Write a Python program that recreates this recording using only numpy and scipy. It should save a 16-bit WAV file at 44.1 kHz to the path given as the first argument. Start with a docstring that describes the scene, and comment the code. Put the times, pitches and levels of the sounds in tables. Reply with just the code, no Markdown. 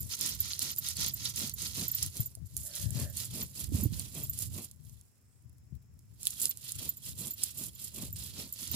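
"""Outdoors at night, close microphones: a stone roller is pushed and drawn over spices on a stone slab.
From the start grit crunches with each stroke, dry at first, wetter later, dry again in the last stroke.
Seeds crack, the stones drag, glass bangles clink, a draught buffets the microphones and a fire ticks.
At 2.4 s the roller knocks and is then swivelled. Near 5 s it rests while fingers sweep up the paste;
after 6 s the grinding goes on. Grit is clumped noise bursts, drag and wind filtered noise, bangles sines."""
import sys
import numpy as np
from scipy import signal
from scipy.fft import rfft, irfft, next_fast_len
from scipy.io import wavfile
from scipy.ndimage import uniform_filter1d

SR = 44100
rng = np.random.default_rng(int(sys.argv[2]) if len(sys.argv) > 2 else 0)


def store_pcm(level_fs):
    """Save levels as 16-bit WAV."""
    pcm = np.round(np.clip(level_fs, -1, 1) * 32767).astype(np.int16)
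    wavfile.write(sys.argv[1], SR, np.atleast_2d(pcm).T)


N = 385875
TIME = np.arange(N) / SR


def from_db(db):
    """Decibels to gain."""
    return 10 ** (np.asarray(db) / 20)


def rms_one(x):
    """Scale to unit power."""
    return x / np.sqrt(np.mean(x ** 2) + 1e-20)


def in_time(rows):
    """Each column of a curve at every sample."""
    s, *columns = np.transpose(rows)
    return [np.interp(TIME, s, column) for column in columns]


def drift(rate):
    """Slow random curve of spread 1 with `rate` new values a second."""
    values = rng.standard_normal(9000)
    # straight lines between the values lose a third of their power
    return np.interp(TIME * rate, np.arange(9000), values) * np.sqrt(3 / 2)


def swell(s, rise_s, fall_s):
    """One movement or gust, 0-1: a quarter sine up to its top and another back to rest."""
    start, end = np.searchsorted(TIME, [s - rise_s, s + fall_s])
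    out, t = np.zeros(N), TIME[start:end] - s
    quarter_s = np.where(t < 0, rise_s, fall_s)
    out[start:end] = np.maximum(np.cos(np.pi / 2 * t / quarter_s), 0)
    return out


def swells(rows):
    """Gain over time of a table of movements."""
    return sum(from_db(db) * swell(s, rise_s, fall_s) for s, rise_s, fall_s, db in rows)


def colour(x, points, share=1):
    """Causal (minimum-phase) filter through a share of the dB values of a spectrum."""
    size = next_fast_len(N + 8192, True)
    hz, db = np.transpose(points)
    grid = np.maximum(np.fft.rfftfreq(8192, 1 / SR), 1)
    curve_db = share * np.interp(np.log(grid), np.log(hz), db)
    cepstrum = irfft(np.log(from_db(curve_db)))
    # folding the cepstrum onto positive time makes the phase minimal
    half = len(cepstrum) // 2
    cepstrum[1:half] *= 2
    cepstrum[half + 1:] = 0
    impulse = irfft(np.exp(rfft(cepstrum)))
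    return irfft(rfft(x, size) * rfft(impulse, size), size)[..., :N]


def stereo_noise(alike, size=N):
    """White noise with a given likeness (correlation) of left and right."""
    mid, side = rng.standard_normal((2, size))
    return np.sqrt((1 + alike) / 2) * mid + np.sqrt((1 - alike) / 2) * side * [[1], [-1]]


def add(out, s, sound):
    """Mix a short sound in at a time."""
    start = max(round(s * SR), 0)
    part = sound[..., :max(N - start, 0)]
    out[..., start:start + part.shape[-1]] += part


def snap(t60, scatter_db, scatter_t60, alike):
    """One fracture: a very short burst, then its scatter off hands, slab and ground; unit energy."""
    t = TIME[:2048]
    decay = from_db(-60 * t / t60) + from_db(scatter_db - 60 * t / scatter_t60)
    burst = stereo_noise(alike, size=len(t)) * decay
    return burst / np.sqrt(np.sum(burst ** 2, axis=1, keepdims=True))


def grains(per_s, size_db, clump_db, snaps):
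    """Grains of very uneven size break in clumps; each sounds one of the snaps."""
    at = np.flatnonzero(rng.random(N) < per_s / SR)
    level_db = size_db * np.minimum(rng.exponential(1, N), 4.5) + clump_db * drift(130)
    sizes = from_db(level_db) * rng.choice([-1, 1], N)
    kind = rng.integers(0, len(snaps), N)
    clicks = np.zeros((len(snaps), 1, N))
    clicks[kind[at], 0, at] = sizes[at]
    return sum(signal.oaconvolve(train, sound, axes=1)[:, :N] for train, sound in zip(clicks, snaps))


def grit(per_s, size_db, clump_db, t60, scatter_db, alike, count=8):
    """Broad, pitchless fractures."""
    fractures = [snap(t60, scatter_db, 0.078, alike) for _ in range(count)]
    return grains(per_s, size_db, clump_db, fractures)


def grinding():
    """Fine and coarse grit crunch under the roller while the stones drag on each other."""
    # how wet the spice under the roller is: [t/s, wetness 0-1]
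    wetness = [(1.7, 0.01), (2.6, 0.18), (6.2, 0.8), (8.3, 0.9), (8.75, 0.15)]
    # colour of the fine crunch: [f/Hz, density level/dB]
    fine_colour = [(3000, -29.5), (5000, -10.5), (6200, -5.5), (7300, 1), (8100, -2), (9000, -1.5),
                   (10300, -1), (12000, -0.5), (13200, -2), (15300, -2.5), (16300, -82.5)]
    # colours of the rasp over dry and wet spice: [f/Hz, density level/dB]
    dry_colour = [(700, -31), (980, -13.5), (1130, -22), (1290, -14.5), (1370, -10), (1560, -19),
                  (1940, -11), (2200, -13), (2700, -12.5), (3500, -6.5), (4500, -1.5), (5500, -1),
                  (6500, -1), (9000, -24.5)]
    wet_colour = [(900, -20.5), (1430, -12), (1700, -11), (2200, -13), (2700, -2), (3090, -2), (3350, 1.5),
                  (3700, 0), (4300, 3), (5070, 2), (5900, 0.5), (9000, -32.5)]
    # colour of stone dragging on stone: [f/Hz, density level/dB]
    stone_colour = [(45, -19), (90, 10), (170, 18.5), (250, 12.5), (350, 6), (500, 0.5), (650, -0.5),
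                    (800, -8.5), (1050, -6), (1700, -19.5), (2600, -3), (4500, -47)]

    crunch_gain, rasp_gain, drag_gain = stroke_gains()
    wet = in_time(wetness)[0]
    fine = grit(per_s=5000, size_db=4.0, clump_db=3.0, t60=0.0012, scatter_db=-21.5, alike=0.056)
    fine = rms_one(colour(fine, fine_colour))
    lumps = rms_one(grit(per_s=2400, size_db=2.0, clump_db=2.0, t60=0.0029, scatter_db=-16, alike=0.14))
    husks = rms_one(pips(per_s=500, size_db=4.0, cycles=110, low_hz=2636, high_hz=5950))
    lumps += from_db(-11.5) * husks
    # the rasp sounds in the colour of dry spice, shifting to that of wet spice as the wetness grows
    dry_rasp = from_db(0.98) * rms_one(colour(lumps, dry_colour))
    wet_rasp = rms_one(colour(lumps, wet_colour))
    coarse = np.sqrt(1 - wet) * dry_rasp + np.sqrt(wet) * wet_rasp
    drag = rms_one(colour(stereo_noise(alike=0.88), stone_colour) * from_db(2.4 * drift(70)))
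    crunch = fine * crunch_gain * from_db(-2.5)
    rasp = coarse * rasp_gain * from_db(-5.0)
    return crunch + rasp + drag * drag_gain * from_db(6)


def stroke_gains(uneven_db=1.0):
    """Gains of crunch, rasp and drag: each follows the roller's speed over an uneven, lumpy bed of spice."""
    # pushed away, weight on the roller; levels ahead of the layer trims:
    # [fastest t/s, speeding up/s, slowing down/s, fine crunch level/dB, coarse rasp level/dB, drag level/dB]
    pushes = [(.24, 0.087, .15, -35, -31, -55), (.65, 0.088, 0.11, -38, -34, -54.5),
              (1.025, 0.084, 0.11, -39.5, -33, -51), (1.41, .09, 0.13, -37.5, -35, -51.5),
              (1.805, 0.086, .12, -36.5, -36, -49), (2.189, 0.093, 0.076, -42.5, -45.5, -56.5),
              (3.0, .11, 0.094, -41, -44.5, -49), (3.39, 0.12, 0.1, -40.5, -43, -50),
              (3.785, 0.091, 0.13, -41, -47, -50), (4.187, 0.11, 0.12, -41.5, -48, -50.5),
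              (4.585, .10, 0.11, -42, -50.5, -51.5), (6.44, 0.1, 0.069, -33, -42.5, -59.5),
              (6.827, 0.059, .115, -40, -43, -53), (7.244, 0.11, 0.12, -39.5, -46.5, -51.5),
              (7.627, 0.13, 0.1, -40, -47.5, -53.5), (8.012, 0.12, 0.12, -42.5, -48, -53),
              (8.40, 0.098, 0.13, -44, -45, -53.5), (8.77, 0.084, .1, -38.5, -38, -44)]
    # drawn back, lightly: same columns
    pulls = [(0.131, 0.046, 0.039, -38.5, -35.5, -64), (0.511, 0.17, 0.11, -44, -37.5, -74),
             (0.891, 0.097, 0.066, -39.5, -36, -81), (1.266, .15, 0.083, -43.5, -37.5, -64.5),
             (1.632, 0.079, 0.14, -38.5, -37, -58.5), (2.03, 0.16, 0.08, -41, -40, -70),
             (2.6, 0.086, 0.18, -43.5, -60, -73), (2.792, 0.12, .12, -38, -42, -73),
             (3.21, 0.1, 0.099, -37.5, -42, -61), (3.605, 0.096, 0.093, -38.5, -46.5, -58),
             (4.004, 0.13, 0.12, -42, -46.5, -61.5), (4.42, 0.1, 0.078, -38, -47.5, -63),
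             (6.275, 0.094, 0.14, -42, -48, -78), (6.676, 0.096, 0.16, -45, -46.5, -79),
             (7.08, .08, 0.079, -41.5, -48, -65), (7.44, 0.09, 0.11, -38, -43, -67),
             (7.84, 0.11, 0.1, -43.5, -49.5, -71), (8.216, 0.077, 0.16, -42, -46.5, -62.5),
             (8.626, 0.089, 0.13, -40, -42, -63)]
    # weight left on the roller between strokes, as stirring grit: [t/s, level/dB]
    contact_curve = [(0, -49.5), (1.0, -50), (2.28, -55), (2.42, -72), (2.5, -57), (2.9, -52), (3.6, -54.5),
                     (4.64, -55), (4.77, -71), (4.9, -59.5), (5.13, -75), (5.85, -81), (6.1, -71.5),
                     (6.27, -52), (6.56, -55.5), (7.7, -57), (8.75, -53)]
    # lumps of spice collapse in a short crunch: [t/s, fine crunch level/dB, coarse rasp level/dB]
    lump_falls = [(.015, -44, -54), (0.116, -44, -42), (0.214, -37, -35), (.42, -51, -59),
                  (.622, -31, -31.5), (0.778, -43, -43.5), (1.295, -37, -40), (1.66, -51, -32.5),
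                  (1.945, -49, -43.5), (2.028, -42, -36.5), (2.26, -48, -62), (2.46, -55.5, -79),
                  (2.665, -40.5, -61), (3.939, -46, -45), (4.336, -39.5, -52), (4.425, -39, -48.5),
                  (6.425, -30.5, -50), (6.51, -49, -45.5), (6.79, -36, -45), (7.07, -40, -47),
                  (7.655, -39.5, -50.5), (7.841, -41, -58), (8.163, -46, -45.5), (8.535, -43, -58)]
    # exponents: how steeply each layer grows with the roller's speed
    crunch_growth, rasp_growth, drag_growth = 1.63, 1.5, 3
    contact_rasp_db, contact_drag_db = -7.5, -18.5  # relative to the stirring grit
    rest_drag_db = -84  # the hand never holds the roller quite still
    lump_rise_s, lump_fall_s = 0.012, 0.032

    # powers add, so the layers are summed as squares
    contact = from_db(in_time(contact_curve)[0])
    crunch = contact ** 2
    rasp = (contact * from_db(contact_rasp_db)) ** 2
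    drag = (contact * from_db(contact_drag_db)) ** 2 + from_db(rest_drag_db) ** 2
    for s, rise_s, fall_s, crunch_db, rasp_db, drag_db in pushes + pulls:
        speed = swell(s, rise_s, fall_s)
        on = speed > 0
        crunch[on] += (from_db(crunch_db) * speed[on] ** crunch_growth) ** 2
        rasp[on] += (from_db(rasp_db) * speed[on] ** rasp_growth) ** 2
        drag[on] += (from_db(drag_db) * speed[on] ** drag_growth) ** 2
    for s, crunch_db, rasp_db in lump_falls:
        collapse = swell(s, lump_rise_s, lump_fall_s) ** 2
        crunch += (from_db(crunch_db) * collapse) ** 2
        rasp += (from_db(rasp_db) * collapse) ** 2
    bed = from_db(uneven_db * drift(45))
    return bed * np.sqrt(crunch), bed * np.sqrt(rasp), np.sqrt(drag)


def pips(per_s, size_db, cycles, low_hz, high_hz, count=12):
    """Husks squeezed out from under the roller ring briefly, each at one of a row of pitches."""
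    t = TIME[:512]
    rings = []
    for hz in np.geomspace(low_hz, high_hz, count):
        decay = from_db(-60 * hz * t / cycles)  # a rate of 60 dB in so many cycles
        rings.append(decay * np.sin(2 * np.pi * (hz * t + rng.random((2, 1)))))
    return grains(per_s, size_db, 2.2, rings)


def cracks(onset_s=0.0011):
    """Whole seeds burst with a bright snap."""
    # single seeds, loud and faint; each sounds onset_s later: [t/s, level/dB ahead of gain and colour]
    seeds = [(0.2105, -9), (0.2604, -13), (0.5917, -9), (0.7614, -20), (0.8862, -12), (0.9682, -13.5),
             (1.062, -10.5), (1.2526, -16), (1.359, -19), (1.495, -17), (2.027, -11), (2.031, -8),
             (2.062, -14.5), (2.168, -17.5), (2.351, -22.5), (2.5661, -11), (2.761, -19), (2.9053, -19.5),
             (3.201, -19), (3.6417, -18), (3.9947, -13.5), (4.3883, -15), (4.712, -27), (4.849, -38.5),
             (4.895, -34), (5.011, -37.5), (5.495, -46), (5.9908, -40.5), (6.2303, -18), (6.2533, -14.5),
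             (6.275, -12), (6.305, -16.5), (6.401, -20), (6.4157, -13), (6.4545, -8), (6.5104, -16),
             (6.572, -23), (6.7196, -16), (7.2699, -20), (7.4348, -8), (7.4378, -7), (8.1596, -25)]
    bursts = np.zeros((2, N))
    for s, level_db in seeds:
        burst = snap(t60=0.0024, scatter_db=-17.5, scatter_t60=0.029, alike=0.08)
        add(bursts, s + onset_s, from_db(level_db + 10.0) * burst)
    return colour(bursts, [(1500, -30.5), (3500, -19.5), (7000, -3), (10500, 0), (16000, -14.5)])


def pods(t60=0.0068):
    """The hardest pods burst with a snap and a short hollow note."""
    # levels ahead of the colour: [t/s, note level/dB, note f/Hz, snap level/dB]
    pod_bursts = [(0.534, -16, 4430, -13), (.705, -25.5, 3200, -13), (1.022, -15, 5570, -22),
                  (1.257, -14.5, 3840, -18), (2.027, -16, 5430, -14), (6.27, -13, 3370, 7.5),
                  (6.4553, -13.5, 5200, -22)]
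    out, t = np.zeros((2, N)), TIME[:2048]
    for s, note_db, hz, snap_db in pod_bursts:
        note = from_db(note_db - 60 * t / t60) * np.sin(2 * np.pi * hz * t)
        burst = snap(t60=0.0013, scatter_db=-22.5, scatter_t60=0.019, alike=0.35)
        add(out, s, note + from_db(snap_db) * burst)
    return colour(out, [(900, -32.5), (2000, -25.5), (3000, -2.5), (6000, -7.5), (10500, 4),
                        (13000, -4.5), (16000, -17)])


def hollow_rub():
    """Swivelled on the slab, the roller sounds in two broad resonances excited by friction noise."""
    # roller resonances: [f/Hz, width/Hz, relative level/dB]
    resonances = [(595, 117, 4), (1720, 310, -5)]
    # swivelling movements: [fastest t/s, speeding up/s, slowing down/s, level/dB]
    swivels = [(2.71, 0.1, 0.29, -62), (3.04, 0.1, 0.097, -55)]
    friction = stereo_noise(alike=0.7)
    tone = np.zeros((2, N))
    for hz, width, db in resonances:
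        band = signal.butter(2, [hz - width / 2, hz + width / 2], "band", fs=SR, output="sos")
        tone += from_db(db) * signal.sosfilt(band, friction)
    return rms_one(tone) * swells(swivels)


def knock(s=2.371, peak_db=-47, t60=0.022):
    """The lifted roller touches the slab with a small dull knock."""
    out = np.zeros((2, N))
    add(out, s, snap(t60=t60, scatter_db=-15, scatter_t60=0.066, alike=0.67))
    out = colour(out, [(200, -13), (420, -7), (660, 1), (850, -31), (2500, -39)])
    return out / np.abs(out).max() * from_db(peak_db)


def brush():
    """Fingers sweep the stone with a thin, high swish."""
    # finger movements: [fastest t/s, speeding up/s, slowing down/s, level/dB]
    sweeps = [(5.08, 0.078, .17, -80), (5.36, 0.16, .08, -74.5)]
    swish = colour(stereo_noise(alike=0.36), [(6500, -24), (8200, -3), (8800, -5), (9600, -19.5)])
    return rms_one(swish) * swells(sweeps)


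def bangles(bounce_s=0.0056, bounce_db=-7, rise_s=0.00072, count=3):
    """Glass rings touch and rebound; each touch strikes every mode with a strength of its own."""
    # touches: [t/s, level/dB ahead of the mode levels]
    clinks = [(0.0044, -31.5), (0.2927, -31), (0.3481, -40), (0.4027, -20), (0.712, -31), (0.7834, -21),
              (1.0809, -25), (1.1363, -24.5), (1.5374, -29), (1.8806, -22.5), (1.915, -23.5), (1.948, -22),
              (2.2037, -25), (2.2585, -28), (3.0984, -41), (3.4265, -28), (3.834, -23.5), (4.235, -26.5),
              (4.2961, -25.5), (6.4931, -22), (6.8907, -21), (6.9695, -37), (7.3075, -26), (7.3344, -33),
              (7.582, -31), (7.7503, -42), (8.127, -32), (8.5246, -29), (8.714, -26)]
    # modes of the glass: [f/Hz, relative level/dB, t60/s]
    modes = [(7080, -6, .05), (7280, -4.5, 0.046), (11950, -21.5, 0.048), (13500, -7, 0.04),
             (13600, -3.5, 0.039), (14100, -1.5, 0.026)]
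    # a harder touch is brighter: the lower modes lose level per dB of strength over a middling touch
    middling_db, lower_modes_db, lower_modes_loss = -25, -14.5, 0.54

    out, t = np.zeros((2, N)), TIME[:SR // 8]
    onset = 1 - np.exp(-t / rise_s)
    for s, touch_db in clinks:
        lower_db = lower_modes_db - lower_modes_loss * (touch_db - middling_db)
        delays = np.arange(count) * bounce_s * rng.uniform(0.65, 1.1)
        for k, delay in enumerate(delays):
            for hz, mode_db, t60 in modes:
                level_db = touch_db + mode_db + k * bounce_db + rng.normal(0, 1.4)
                level_db += (hz < SR / 4) * lower_db
                phase = 2 * np.pi * (hz * rng.normal(1, 0.0024) * t + rng.random((2, 1)))
                add(out, s + delay, onset * from_db(level_db + 1.5 - 60 * t / t60) * np.sin(phase))
    return out


def draught(buffet_t60=0.051, rise_s=0.0023):
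    """Moving air rumbles at each microphone port, partly alike, now and then with a sharp buffet."""
    # colour of the wind rumble: [f/Hz, density level/dB]
    rumble_colour = [(36, -36.5), (52, -9.5), (70, -0.5), (92, -1), (125, -1), (170, -13), (250, -22),
                     (400, -38), (800, -60)]
    # low buffets: [t/s, level/dB ahead of gain and panning, f/Hz, left minus right level/dB]
    buffets = [(2.196, -25, 114, 24), (2.858, -29, 102, 27), (2.954, -29.5, 130, 21),
               (3.019, -32.5, 138, 24), (3.72, -33.5, 274, -25), (3.743, -19, 95, -1),
               (3.747, -30, 240, -25), (3.784, -29.5, 192, -24), (3.83, -26, 220, -18),
               (3.854, -18, 103, -10), (3.854, -30, 294, -18), (3.922, -32.5, 157, -28),
               (5.723, -38.5, 147, 24)]
    eddies = colour(stereo_noise(alike=0.3), rumble_colour)
    # eddies of even strength, so that the gusts alone shape the level
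    eddies /= np.sqrt(uniform_filter1d(eddies ** 2, size=2600) + 1e-20)
    out = eddies * wind_gain() * from_db(-1.0)
    t, ears = TIME[:SR // 4], np.array([[0.5], [-0.5]])
    onset = 1 - np.exp(-t / rise_s)
    for s, level_db, hz, side_db in buffets:
        decay = from_db(level_db + 5.5 - 60 * t / buffet_t60)
        thud = np.sin(2 * np.pi * hz * t) * decay * onset
        add(out, s, thud * from_db(ears * side_db - 0.23 * abs(side_db)))
    return out


def wind_gain():
    """Strength of the air at each port: the gusts add their power to the breeze."""
    # steady draught, ahead of the rumble's trim: [t/s, left level/dB, right level/dB]
    breeze = [(0, -55, -65), (.35, -50.5, -51), (.65, -53.5, -51), (1.0, -51, -45.5), (2.0, -54, -44),
              (2.25, -53, -62), (2.8, -56, -62), (3.1, -48, -40.5), (3.52, -52.5, -54), (4.3, -53, -50.5),
              (4.8, -57, -61), (5.12, -70.5, -74.5), (5.55, -54, -59), (6.3, -56, -58.5), (7.1, -56.5, -57),
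              (7.85, -54.5, -54.5), (8.3, -51.5, -47.5), (8.6, -57, -60.5)]
    # gusts on top of it: [strongest t/s, rise/s, fall/s, left level/dB, right level/dB]
    gusts = [(.03, 0.081, 0.091, -36, -62), (.4, 0.15, 0.14, -53, -41.5), (1.03, 0.092, 0.059, -41, -49),
             (1.82, 0.095, 0.049, -50, -60), (2.07, 0.097, 0.042, -35.5, -50), (2.22, 0.056, 0.1, -43, -62),
             (2.439, 0.089, 0.039, -35, -66), (2.579, 0.098, .11, -41, -49), (2.87, 0.095, 0.14, -31, -63),
             (3.02, 0.13, .09, -32, -51), (3.33, 0.097, 0.036, -41.5, -57),
             (3.43, 0.028, 0.056, -39.5, -51), (3.759, 0.2, 0.4, -41, -31.5),
             (4.26, 0.11, 0.21, -39.5, -62), (4.51, 0.16, 0.1, -43.5, -37), (4.89, 0.21, 0.17, -46, -71),
             (5.46, 0.026, 0.085, -47.5, -68), (5.755, 0.052, 0.039, -38, -61),
             (5.95, 0.041, 0.058, -51.5, -68), (6.12, 0.031, .05, -47.5, -67),
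             (6.78, 0.052, 0.038, -39, -62), (6.88, 0.046, 0.047, -49, -45.5),
             (7.11, 0.091, 0.22, -46, -49), (7.66, 0.046, 0.087, -52, -50), (8.15, 0.26, 0.12, -42, -46),
             (8.76, 0.13, .1, -50, -37)]
    power = from_db(in_time(breeze)) ** 2
    for s, rise_s, fall_s, left_db, right_db in gusts:
        strength = swell(s, rise_s, fall_s) ** 1.5
        power += (from_db([[left_db], [right_db]]) * strength) ** 2
    return np.sqrt(power)


def hearth():
    """Burning sticks tick faintly, a little to the left: sparse, clumped fractures."""
    ticks = grit(per_s=57, size_db=3, clump_db=7, t60=0.002, scatter_db=-16, alike=0.34, count=4)
    ticks = rms_one(colour(ticks, [(1500, -18.5), (6000, 1.0), (14000, 5)]))
    return ticks * from_db([[-79], [-81]])


def night_air(level_db=-67):
    """Quiet outdoor air: steady coloured noise, nearly independent at the two microphones."""
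    # colour of the air: [f/Hz, density level/dB]
    air_colour = [(30, -1), (90, 15.5), (250, -3), (600, -13), (2000, -16), (4500, -31), (5200, -10.5),
                  (6100, -19), (7500, -12), (9500, -38), (15500, -21)]
    return from_db(level_db) * rms_one(colour(stereo_noise(alike=0.088), air_colour))


def from_the_slab(sound, left_lag_s=0.000045):
    """The slab is nearer the right microphone: the left one hears it later and in another colour."""
    # side tilt, split unevenly between the microphones: [f/Hz, left minus right level/dB before the shares]
    side_tilt = [(70, -1), (600, 0.5), (1300, -1), (1950, 1.5), (2800, -0.5), (4500, -5), (6000, -2),
                 (7400, -7.5), (8100, -3), (10300, -9.5), (13000, -5), (15500, -1.5)]
    left, right = sound
    left = np.interp(TIME - round(left_lag_s * SR) / SR, TIME, left)
    return np.array([colour(left, side_tilt, share=0.54), colour(right, side_tilt, share=-0.65)])


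def scene():
    """The slab lies a little to the right, the fire to the left, in quiet night air."""
    near = grinding() + cracks() + pods() + hollow_rub() + knock() + brush() + bangles()
    return from_the_slab(near) + draught() + hearth() + night_air()


def record(dry, cutoff_hz=16300):
    """The microphone drops the deepest bass; the top is cut steeply."""
    bass_cut = signal.butter(4, 48, "high", fs=SR, output="sos")
    top_cut = signal.ellip(10, 0.2, 80, cutoff_hz, fs=SR, output="sos")
    return signal.sosfilt(top_cut, signal.sosfilt(bass_cut, dry))


dry = scene()
out = record(dry)
store_pcm(out)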